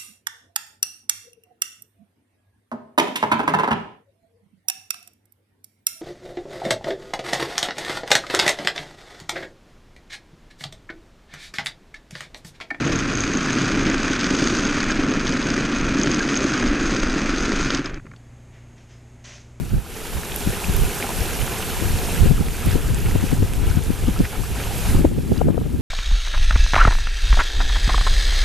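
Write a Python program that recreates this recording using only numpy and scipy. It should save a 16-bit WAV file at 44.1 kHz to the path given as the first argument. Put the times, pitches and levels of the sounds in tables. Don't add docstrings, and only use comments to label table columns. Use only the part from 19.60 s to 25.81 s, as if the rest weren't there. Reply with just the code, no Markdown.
import sys
import numpy as np
from scipy import signal
from scipy.fft import rfft, irfft, next_fast_len
from scipy.io import wavfile
from scipy.ndimage import uniform_filter1d, map_coordinates

SR = 44100
rng = np.random.default_rng(int(sys.argv[2]) if len(sys.argv) > 2 else 0)


def generate_wav(signal):
    frames = np.transpose(np.atleast_2d(signal))
    scaled = np.clip(frames, -1, 1) * 32767
    pcm = np.round(scaled).astype(np.int16)
    wavfile.write(sys.argv[1], SR, pcm)


N = 273861
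TIME = np.arange(N) / SR

# (time [s], level [dB])
STEAM_FLOW = [(0.0, -46.5), (0.26, -46.5), (0.38, -40), (0.97, -34.5), (1.68, -33.5), (2.33, -34),
              (2.59, -33), (2.77, -39.5), (3.13, -36), (3.23, -39), (3.74, -38), (3.82, -41), (4.88, -39.5),
              (5.31, -33), (5.53, -48.5), (5.78, -44), (5.86, -50.5), (6.21, -48.5)]
# (time [s], lift [dB])
MUD_HEAVES = [(3.11, 1), (3.48, 1.8), (3.67, 2.5), (4.1, 3.5), (4.47, 2), (4.65, 1.5), (5.0, 3.5)]
# (frequency [Hz], relative level [dB])
MUD_SPECTRUM = [(60, -11.5), (200, 0.5), (420, 0.5), (750, -6.5), (1400, -8), (2600, -8), (4000, -14.5),
                (7000, -27), (15000, -67)]
# (frequency [Hz], relative level [dB])
STEAM_SPECTRUM = [(500, -35), (2500, -2.5), (4500, -2), (7200, 1), (8800, 0.5), (10500, 2), (12500, 2.5),
                  (14400, -6)]
# (time [s], level [dB], pitch [Hz], decay [cycles])
BUBBLE_POPS = [(0.634, -18, 1450, 1.2), (0.721, -19, 3120, 2.9), (.762, -6.5, 11200, 3.9),
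               (1.043, -18.5, 2320, 6), (1.166, -9, 11600, 3.6), (1.426, -13, 2030, 2.9),
               (1.816, -18, 2590, 3), (1.878, -18, 1390, 1.9), (2.885, -19.5, 2000, 1.3),
               (3.062, -11, 10500, 2), (3.346, -12.5, 7100, 1.8), (3.511, -22, 1710, 2.6),
               (3.936, -10, 8900, 1), (3.936, -20.5, 2900, 1.8), (4.238, -15, 8000, 1.1),
               (4.591, -16, 4460, 1), (5.038, -22, 2800, 3)]
# (time [s], level [dB], length [s], pitch [Hz])
MUD_SPLATS = [(2.026, -30, 0.0065, 2700), (2.442, -36, 0.0074, 5030), (3.086, -37.5, 0.029, 2300),
              (3.462, -35, 0.012, 2200), (4.1, -40, 0.011, 5000), (4.652, -28.5, 0.0099, 1930),
              (5.779, -33, 0.0027, 4270)]
# (frequency [Hz], gain [dB])
GROUND_COLOUR = [(200, 4), (300, 0), (420, 4), (510, 1.5), (610, -2), (730, 4), (1000, 0.5), (1120, -3),
                 (1270, 1.5), (1680, 0.5), (1950, -3), (2500, 0.5), (3300, 0.5)]
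# (frequency [Hz], left minus right [dB])
POT_PAN = [(200, -1.2), (1300, -.8), (2400, -1.4), (5000, -0.5), (8000, -1.5), (12000, -3), (14400, -6)]
# (frequency [Hz], correlation [0..1])
STEREO_LIKENESS = [(100, 1), (600, 0.96), (1400, 0.9), (2000, 0.97), (2800, 0.8), (4500, 0.93),
                   (6600, 0.83), (14400, 0.36)]
# (time [s], level [dB], left minus right [dB])
STEADY_WIND = [(0.0, -32, -9), (0.3, -38.5, 4), (0.75, -34, -1), (1.22, -30, 0), (1.45, -34, 3),
               (1.65, -27, -3), (1.98, -30.5, 0), (2.3, -21, 7.5), (2.52, -25.5, -1), (2.68, -17, 4),
               (2.97, -29.5, 1), (3.08, -19.5, 0.5), (4.5, -23, 1), (4.7, -32.5, 1), (5.13, -24.5, 3),
               (5.38, -16, -4), (5.55, -24.5, 2.5), (6.21, -22.5, -2)]
# (time [s], level at the windward port [dB], left minus right [dB])
SOFT_GUSTS = [(0.0, -18.5, 15), (0.56, -21, -2), (1.17, -10.5, -16), (1.24, -16, 1.5), (1.61, -17.5, 5),
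              (1.82, -18, -11), (2.36, -18.5, 6), (2.63, -12.5, -4.5), (2.88, -15.5, 3), (3.15, -18, -2),
              (3.33, -12, 8), (3.46, -16.5, 6), (4.0, -13, 13), (4.1, -13.5, 9), (4.81, -17.5, 11),
              (4.92, -18, -3), (5.29, -16.5, 9), (5.87, -17, 0)]
# (time [s], flutter against rumble [dB])
WIND_CHOP = [(0, -5), (0.4, -23.5), (1.5, -22), (2.3, -22), (2.8, -12), (4.4, -13), (5.25, -22), (5.5, -4),
             (6.2, -6)]
# (frequency [Hz], relative level [dB])
RUMBLE_SPECTRUM = [(8, -1.5), (28, 0.5), (70, -3.5), (110, -7), (180, -16.5), (400, -39), (1000, -81),
                   (3000, -120)]
# (frequency [Hz], relative level [dB])
FLUTTER_SPECTRUM = [(50, -25), (130, 3), (270, -0.5), (400, -8), (700, -31), (1500, -69), (4000, -80)]
# (time [s], windward level [dB], left minus right [dB], top frequency [Hz])
PORT_EDDIES = [(0.14, -14, -6.5, 181), (0.16, -16, -5.5, 151), (0.181, -26, -5, 230),
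               (0.874, -14.5, 6, 303), (0.902, -23, 2, 470), (1.097, -15, 5, 290), (2.222, -15.5, 19, 290),
               (2.631, -16, -5, 288), (2.661, -11.5, 11, 380), (2.713, -7, 21, 367),
               (2.808, -11.5, -10, 280), (3.075, -17, -3.5, 262), (3.158, -9, 14, 420),
               (3.557, -9.5, 8, 398), (3.641, -15, 16, 260), (3.731, -10.5, 10, 345), (3.827, -7, 14, 360),
               (4.176, -12, 14, 280), (4.305, -11.5, 21, 320), (4.438, -20, 5, 280), (4.488, -11.5, 5, 344),
               (4.605, -10.5, 0.5, 363), (5.354, -10, -14, 344), (5.39, -11.5, 12, 357),
               (5.415, -13, 3, 315), (5.451, -4, 5.5, 543), (5.517, -19, 20, 370), (5.584, -17, -3, 370),
               (5.721, -10, -8, 420), (5.816, -9, 16, 730), (5.872, -15, -6, 390), (5.887, -10, 23, 600),
               (5.902, -11, 14, 420), (5.947, -24, 16, 550), (5.979, -13, 17, 724), (6.015, -18, 11, 517),
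               (6.063, -14.5, 15, 430), (6.145, -16.5, 18, 298)]
# (frequency [Hz], relative level [dB])
FIELD_SPECTRUM = [(100, 11), (450, 5), (1000, -8), (2500, -25), (6000, -28), (14000, -39)]


def mud_pot(hiss_db=0.87, churn_db=-0.65, pivot_db=-38.5, mud_follows=0.93, heave_s=0.077):
    flow_db, = curves(STEAM_FLOW)
    lift_db = sum(db * bell(s, heave_s) for s, db in MUD_HEAVES)
    mud_db = pivot_db + mud_follows * (flow_db - pivot_db) + churn_db + lift_db
    steam_db = flow_db + hiss_db + 0.27 * lift_db
    boil = filtered(mud(mud_db) + steam(steam_db), lambda hz: amp(along(GROUND_COLOUR, hz)))
    return filtered(boil + spatters(), lambda hz: pan_gains(along(POT_PAN, hz)))


def mud(level_db):
    spurts = amp(0.72 * surges(count=260, decay_s=0.016))
    wash = amp(3.0) * spread(patchy(noise(MUD_SPECTRUM), depth_db=1.37))
    crackle = amp(-7.5) * bubble_swarm(count=2600, centre_hz=2023, octaves=0.496, cycles=1.4, size_db=4)
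    blips = amp(-9) * bubble_swarm(count=300, centre_hz=2192, octaves=0.44, cycles=6.4, size_db=1)
    plops = amp(-9) * bubble_swarm(count=300, centre_hz=967, octaves=0.36, cycles=4.0, size_db=4)
    return amp(level_db) * spurts * (wash + crackle + blips + plops)


def steam(level_db):
    flicker = amp(-0.15 + 0.57 * wobble(30))
    jet = flicker * spread(patchy(noise(STEAM_SPECTRUM), depth_db=1.17))
    fizz = amp(-11) * bubble_swarm(count=3000, centre_hz=8100, octaves=0.423, cycles=2.8, size_db=5)
    return amp(level_db) * (jet + fizz)


def spatters(splat_octaves=0.42):
    out = np.zeros(N)
    for s, db, hz, cycles in BUBBLE_POPS:
        add(out, s, amp(db) * bubble(hz, cycles, rise=0.084))
    for s, db, length_s, hz in MUD_SPLATS:
        wet_band = lambda f: 1 / (1 + (np.log2((f + 1) / hz) / splat_octaves) ** 2)
        add(out, s - 1 / 20, amp(db) * puff(length_s, wet_band))
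    return out


def bubble(hz, cycles, rise=0.043):
    turns = hz * np.arange(SR // 80) / SR
    age = turns / cycles
    return np.exp(-age) * np.sin(2 * np.pi * turns * (1 + rise * np.minimum(age, 2)))


def bubble_swarm(count, centre_hz, octaves, cycles, size_db):
    starts = rng.integers(0, N, count)
    hz = np.clip(centre_hz * 2 ** (octaves * rng.standard_normal((count, 1))), 300, 13000)
    sizes = amp(size_db * np.minimum(rng.exponential(size=(count, 1)), 4))
    rings = sizes * bubble(hz, cycles)
    samples = starts[:, None] + np.arange(rings.shape[1])
    return unit(np.bincount(samples.ravel(), rings.ravel(), N)[:N])


def wind(shared=0.15, lumps_depth_db=4.0, drift_hz=44.7):
    chop_db, = curves(WIND_CHOP)
    lumps_db = lumps_depth_db * np.tanh(0.7 * np.array([wobble(28), wobble(28)]))
    swirl = noise(RUMBLE_SPECTRUM)
    drift = filtered(swirl, lambda hz: 1 / (1 + (hz / drift_hz) ** 4))
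    swirl = swirl - np.minimum(amp(chop_db), 1) * drift
    rumble = amp(lumps_db - 0.06) * unit(swirl + shared * swirl[::-1])
    flutter = amp(2 * lumps_db + chop_db - 1.5) * noise(FLUTTER_SPECTRUM)
    return airflow() * (rumble + flutter)


def airflow(gust_s=0.046):
    steady_db, steady_pan_db = curves(STEADY_WIND)
    power = (amp(steady_db) * pan_gains(steady_pan_db)) ** 2
    eddy_gusts = [(s, db - 5 - 2 * np.log2(hz / 300), pan_db) for s, db, pan_db, hz in PORT_EDDIES]
    for s, db, pan_db in SOFT_GUSTS + eddy_gusts:
        power += amp(port_levels(db, pan_db))[:, None] ** 2 * bell(s, gust_s)
    return np.sqrt(power)


def eddies(cycles=3.93, low_hz=80, knee=0.65, sharpness=0.37, core_db=-3, wake_db=-1):
    out = np.zeros((2, N))
    t = np.arange(SR // 10) / SR - 1 / 20
    for s, level_db, pan_db, top_hz in PORT_EDDIES:
        length_s = cycles / top_hz
        core_s = 1 / (2 * np.pi * sharpness * top_hz)
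        band = lambda f: f ** 2 / (f ** 2 + low_hz ** 2) / np.sqrt(1 + (f / (knee * top_hz)) ** 6)
        for port, db in zip(out, port_levels(level_db, pan_db)):
            arrival_s = 0.15 * length_s * rng.standard_normal()
            passage = (t - arrival_s) / core_s
            core = (passage ** 2 - 1) / (passage ** 2 + 1) ** 2 * np.sqrt(length_s / core_s)
            thump = amp(core_db) * core + amp(wake_db) * puff(length_s, band)
            add(port, s - 1 / 20, amp(db) * thump)
    return out


def distant_field():
    return amp(-50.5) * spread(noise(FIELD_SPECTRUM))


def port_levels(db, pan_db):
    return db + np.minimum([pan_db, -pan_db], 0)


def pan_gains(pan_db):
    return amp(np.array([pan_db, -pan_db]) / 2)


def spread(pair):
    angle = lambda hz: np.arccos(np.clip(along(STEREO_LIKENESS, hz), -1, 1)) / 2
    mid, side = filtered(pair, lambda hz: np.array([np.cos(angle(hz)), np.sin(angle(hz))]))
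    return np.array([mid + side, mid - side])


def noise(spectrum):
    return unit(filtered(rng.standard_normal((2, N)), lambda hz: amp(along(spectrum, hz))))


def puff(length_s, response):
    t = np.arange(SR // 10) / SR - 1 / 20
    envelope = np.exp(-np.pi / 2 * (t / length_s) ** 2)
    sound = filtered(rng.standard_normal(len(t)) * envelope, response)
    return sound * np.sqrt(length_s * SR / np.sum(sound ** 2))


def patchy(pair, depth_db):
    frames = signal.stft(pair, nperseg=512)[2]
    patches = uniform_filter1d(rng.standard_normal(frames.shape[1:]), size=5, axis=0)
    patches = unit(uniform_filter1d(patches, size=5, axis=1))
    return unit(signal.istft(frames * amp(depth_db * patches), nperseg=512)[1][:, :N])


def surges(count, decay_s):
    kicks = np.bincount(rng.integers(0, N, count), rng.uniform(1 / 2, 1, count), N)
    jumps = signal.lfilter([1], [1, -np.exp(-1 / (decay_s * SR))], kicks)
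    return unit(jumps - jumps.mean())


def wobble(rate):
    return map_coordinates(rng.standard_normal(4096), [TIME * rate], mode="wrap")


def bell(s, length_s):
    return np.exp(-np.pi * np.minimum(((TIME - s) / length_s) ** 2, 20))


def curves(rows):
    times, *columns = np.transpose(rows)
    return [np.interp(TIME, times, column) for column in columns]


def along(points, hz):
    knots_hz, values = np.transpose(points)
    return np.interp(np.log(hz + 1), np.log(knots_hz + 1), values)


def filtered(x, response):
    size = next_fast_len(x.shape[-1] + 4096)
    return irfft(rfft(x, size) * response(np.fft.rfftfreq(size, 1 / SR)), size)[..., :x.shape[-1]]


def add(track, s, sound):
    start = max(round(s * SR), 0)
    part = track[..., start:start + sound.shape[-1]]
    part += sound[..., :part.shape[-1]]


def amp(db):
    return 10 ** (np.asarray(db) / 20)


def unit(x):
    return x / np.sqrt(np.mean(x ** 2) + 1e-20)


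def scene():
    return mud_pot() + distant_field() + wind() + eddies()


def record(dry, low_cut_hz=10, top_hz=14380):
    rounded = dry / (1 + np.abs(dry) ** 8) ** (1 / 8)
    return filtered(rounded, lambda hz: (hz < top_hz) * hz / np.hypot(hz, low_cut_hz))


dry = scene()
out = record(dry)
generate_wav(out)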